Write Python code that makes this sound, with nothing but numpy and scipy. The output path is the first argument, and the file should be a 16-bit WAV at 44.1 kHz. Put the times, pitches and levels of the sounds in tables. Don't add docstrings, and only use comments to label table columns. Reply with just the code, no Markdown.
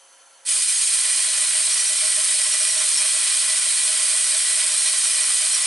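import sys
import numpy as np
from scipy import signal
from scipy.fft import rfft, irfft
from scipy.io import wavfile

SR = 44100
rng = np.random.default_rng(int(sys.argv[2]) if len(sys.argv) > 2 else 0)


def int16_out(signal):
    q = np.round(np.clip(np.atleast_2d(signal).T, -1, 1) * 32767)
    wavfile.write(sys.argv[1], SR, q.astype(np.int16))


N = 249606
TIME = np.arange(N) / SR


def from_db(db):
    return 10 ** (np.asarray(db) / 20)


def rms(x):
    return np.sqrt(np.mean(x ** 2))


def unit(x):
    return x / np.sqrt(np.mean(x ** 2) + 1e-20)


def spectrum(rows, hz):
    row_hz, value = np.transpose(rows)
    return np.interp(np.log(hz + 1), np.log(row_hz), value)


def add(mix, s, sound):
    part = mix[max(round(s * SR), 0):][:len(sound)]
    part += sound[:len(part)]


def flutter(rate_hz):
    hz = np.fft.rfftfreq(N, 1 / SR)
    smooth = rfft(rng.standard_normal(N)) / (1 + (hz / rate_hz) ** 4)
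    return unit(irfft(smooth, N))


def ring(x, db_at, size=8192):
    hz = abs(np.fft.fftfreq(size, 1 / SR))
    log_gain = np.log(from_db(db_at(hz)))
    response = np.fft.ifft(np.exp(np.conj(signal.hilbert(log_gain)))).real[:size // 2]
    return signal.oaconvolve(x, response)[:len(x)]


def whistle(hz, width_hz, length):
    f = np.fft.rfftfreq(length, 1 / SR)
    resonance = 1 / (1 + ((f - hz) / width_hz) ** 2)
    return unit(irfft(rfft(rng.standard_normal(length)) * resonance, length))


def swelling_tone(hz, width_hz, swell):
    return unit(whistle(hz, width_hz, len(swell)) * swell) * rms(swell)


def bursts(rows, width_hz, length_s):
    out, swell = np.zeros(N), np.hanning(int(length_s * SR))
    for s, hz, db in rows:
        add(out, s - length_s / 2, from_db(db) * swelling_tone(hz, width_hz, swell))
    return out


OPEN_S, TRAVEL_S = 0.448, 0.041


def valve():
    return np.clip((TIME - OPEN_S) / TRAVEL_S, 0, 1)


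FULL_TURNS_PER_S, RUN_UP_S = 6.8, 0.36


def speed():
    return 1 - np.exp(-np.maximum(TIME - OPEN_S, 0) / RUN_UP_S)


def crank(wander=0.06, wander_hz=2.0):
    pace = FULL_TURNS_PER_S * speed() * (1 + wander * flutter(wander_hz))
    return np.cumsum(pace) / SR


# (pitch [Hz], gain [dB])
WALL_REFLECTIONS = [(60, -11), (280, -5), (700, -6), (1500, -6.5), (5000, -10), (9000, -12.5)]


def workshop(x, t60_s=0.15, delay_s=0.0035):
    t = np.arange(SR // 3) / SR
    sparse = rng.random((2, len(t))) < 1 / 10
    taps = rng.standard_normal((2, len(t))) * sparse * (t > delay_s)
    taps *= from_db(-60 * t / t60_s)
    taps /= np.linalg.norm(taps, axis=1, keepdims=True)
    gain = from_db(spectrum(WALL_REFLECTIONS, np.fft.rfftfreq(len(t), 1 / SR)))
    tail = irfft(rfft(taps) * gain, len(t))
    return signal.fftconvolve(x[None], tail, axes=1)[:, :N]


# (pitch [Hz], relative level [dB])
SUPPLY_TONES = [(543.7, -71.5), (694.4, -74.5), (4398, -67.5)]


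def hum():
    return sum(from_db(db) * unit(np.sin(2 * np.pi * (hz * TIME + rng.random()))) for hz, db in SUPPLY_TONES)


# (pitch [Hz], relative level [dB])
LEAK_COLOUR = [(35, -42), (150, -38), (330, -21), (400, -19.5), (531, -10), (632, -13), (1020, -6.5),
               (1200, -13.5), (1700, -9.5), (1920, -14.5), (3040, -13), (3700, -16), (4310, -17),
               (5470, -17), (6110, -9), (6660, -14.5), (11000, -9.5), (14300, -47)]
# (pitch [Hz], width [Hz], relative level [dB])
LEAK_TONES = [(1344, 40, -63.5), (3050, 100, -65.5), (4380, 45, -70), (6150, 120, -61.5)]


def leak(hiss_db=-53, sputter_db=0.4, sputter_hz=60, waver_db=4.5, waver_hz=25):
    air = from_db(hiss_db) * unit(ring(rng.standard_normal(N), lambda hz: spectrum(LEAK_COLOUR, hz)))
    for hz, width_hz, db in LEAK_TONES:
        waver = from_db(waver_db * flutter(waver_hz))
        air += from_db(db) * unit(whistle(hz, width_hz, N) * waver)
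    sputter = unit(from_db(sputter_db * flutter(sputter_hz)))
    return air * sputter * (1 - 0.5 * valve())


# (middle [s], pitch [Hz], relative level [dB])
BENCH_BUMPS = [(1.49, 280, -64), (2.95, 272, -55), (3.21, 257, -66)]


def bench():
    rows = [(s, hz, db - 4) for s, hz, db in BENCH_BUMPS]
    return bursts(rows, width_hz=13, length_s=0.11)


# (first chirp [s], last chirp [s], middle pitch [Hz], middle level [dB])
CHIRP_SPELLS = [(0.757, 0.846, 6590, -29.5), (1.724, 1.878, 5730, -32.5), (2.45, 2.792, 5690, -31),
                (2.981, 2.99, 5500, -27.5), (4.722, 4.879, 5740, -33), (5.059, 5.23, 5610, -31),
                (5.542, 5.55, 5620, -30.5)]
CHIRP_EVERY_S, CHIRP_SCATTER_HZ, CHIRP_SCATTER_DB = 0.085, 70, 1.5
FAINT_DB, FAINT_HZ, FAINT_DRIFT_HZ = -37.5, 5910, 280


def chirps(drift_hz=1.34):
    rows = []
    for first, last, hz, db in CHIRP_SPELLS:
        count = 1 + round((last - first) / CHIRP_EVERY_S)
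        rows += [(s, hz, db) for s in np.linspace(first, last, count)]
    drift = FAINT_HZ + FAINT_DRIFT_HZ * flutter(drift_hz)
    for s in np.arange(OPEN_S + CHIRP_EVERY_S, TIME[-1], CHIRP_EVERY_S):
        rows.append((s, np.interp(s, TIME, drift), FAINT_DB))
    scatter = rng.standard_normal((len(rows), 2)) * [CHIRP_SCATTER_HZ, CHIRP_SCATTER_DB]
    uneven = [(s, hz + more_hz, db + more_db) for (s, hz, db), (more_hz, more_db) in zip(rows, scatter)]
    return bursts(uneven, width_hz=100, length_s=0.085)


# (time [s], relative level [dB])
STRONG_SWELLS = [(1.27, -39), (1.897, -40), (2.02, -37.5), (2.176, -38.5), (2.274, -39), (2.6, -37.5),
                 (2.764, -37.5), (3.04, -45), (3.66, -39.5), (3.887, -38.5), (4.138, -41), (4.328, -37),
                 (4.57, -38), (4.699, -38.5)]
BASE_HZ = 620


def base_swells(turns, light_db=-56.5, spread_db=4.0, width_hz=28, rise_s=0.01401, count=2):
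    out, t = np.zeros(N), np.arange(SR // 8) / SR
    swell = t / rise_s * np.exp(1 - t / rise_s)
    at = np.flatnonzero(np.diff(np.floor(count * turns)) > 0)
    light = light_db + 40 * np.log10(speed()[at] + 1e-6) + spread_db * rng.standard_normal(len(at))
    strong = [(s, db - 9) for s, db in STRONG_SWELLS]
    for s, db in strong + list(zip(TIME[at], light)):
        add(out, s - rise_s / 2, from_db(db) * swelling_tone(BASE_HZ, width_hz, swell))
    return out


# (pitch [Hz], relative level [dB])
ENGINE_COLOUR = [(30, -61), (85, -49.5), (130, -57), (200, -48.5), (270, -39.5), (450, -40.5), (580, -24.5),
                 (900, -24), (1500, -14), (2700, -9.5), (4500, -8), (7300, -7), (8600, 1), (9600, -8.5),
                 (11000, -2)]
# (pitch [Hz], width [Hz], level over the broad colour [dB])
FRAME_RESONANCES = [(625.7, 47, 8.5), (846, 29, 5), (1059, 112, 8.5), (1227, 23, 4.5), (1342, 50, 2.5),
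                    (1494, 51, 2.5), (1762, 93, -1), (1961, 100, 8.5), (2221, 77, 3.5), (2401, 61, 9.5),
                    (2486, 71, 6), (2850, 30, 2.5), (3043, 93, 7.5), (3222, 125, 6), (3534, 170, 2),
                    (3692, 48, 0), (3880, 106, 6), (4120, 62, 9.5), (4356, 61, 9), (4455, 160, 4),
                    (4640, 49, 7), (5050, 165, 7.5), (5540, 170, 4), (5850, 32, -1), (5800, 161, -5),
                    (6150, 58, 5.5), (6150, 59, -17), (6530, 36, 7), (7020, 200, 3.5), (7228, 37, -2)]
# (pitch [Hz], width [Hz], level over the broad colour [dB])
PORT_RESONANCES = [(7497, 161, 3.5), (7631, 32, 2.8), (7819, 45, 5.1), (7970, 87, 7.2), (8400, 230, 6.3),
                   (8733, 43, 7.0), (8835, 74, 13.3), (8944, 36, 9.3), (9042, 82, 10.0), (9140, 74, 12.2),
                   (9340, 204, 10.5), (9490, 37, 13.6), (9571, 84, 12.2), (9820, 260, 9.1),
                   (9975, 76, 10.0), (10080, 47, 6.6), (10274, 260, 3.1), (10837, 68, 2.5)]


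def engine_db(hz):
    centre, width, db = np.transpose(FRAME_RESONANCES + PORT_RESONANCES)
    peaks = from_db(db) / (1 + (2 * (hz[:, None] - centre) / width) ** 2)
    return spectrum(ENGINE_COLOUR, hz) + 10 * np.log10(1 + (peaks ** 2).sum(1))


RATTLE_DB, RATTLE_START_DB = -30.5, -8.5


def rods(turns, ticks_per_s=1200, spread_db=2.0, stroke_db=0.76, uneven_db=1.24, uneven_hz=20,
         rub=0.11, corner_hz=3400, count=7):
    strength = from_db(spread_db * np.minimum(rng.exponential(1, N), 3))
    ticks = (rng.random(N) < ticks_per_s / SR) * rng.choice([-1, 1], N) * strength
    strokes = from_db(stroke_db * np.cos(2 * np.pi * count * turns))
    force_db = RATTLE_DB + RATTLE_START_DB * (1 - speed()) + uneven_db * flutter(uneven_hz)
    force = from_db(force_db) * valve()
    drive = (ticks + rub * rng.standard_normal(N)) * strokes * force

    def colour(hz):
        return engine_db(hz) - 20 * np.log10(1 + (hz / corner_hz) ** 2)

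    return rms(force) * unit(ring(drive, colour))


def exhaust(turns, air_db=-17.0, puff_db=0.54, sputter_db=0.85, sputter_hz=260, corner_hz=2900, count=4):
    puffs_db = puff_db * np.cos(2 * np.pi * count * turns)
    flow = from_db(air_db + puffs_db + sputter_db * flutter(sputter_hz)) * valve()

    def colour(hz):
        return engine_db(hz) - 10 * np.log10(1 + (corner_hz / (hz + 20)) ** 2)

    return rms(flow) * unit(ring(flow * rng.standard_normal(N), colour))


def scene():
    turns = crank()
    background = hum() + leak() + bench()
    engine = chirps() + base_swells(turns) + rods(turns) + exhaust(turns)
    dry = background + engine
    left_right_db = [[-0.5], [0.45]]
    return dry * from_db(left_right_db) + workshop(dry)


def record(dry, edge_hz=11050):
    low_pass = signal.firwin(1201, edge_hz, window=("kaiser", 9), fs=SR)
    return signal.oaconvolve(dry, low_pass[None], "same", axes=1)


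dry = scene()
out = record(dry)
int16_out(out)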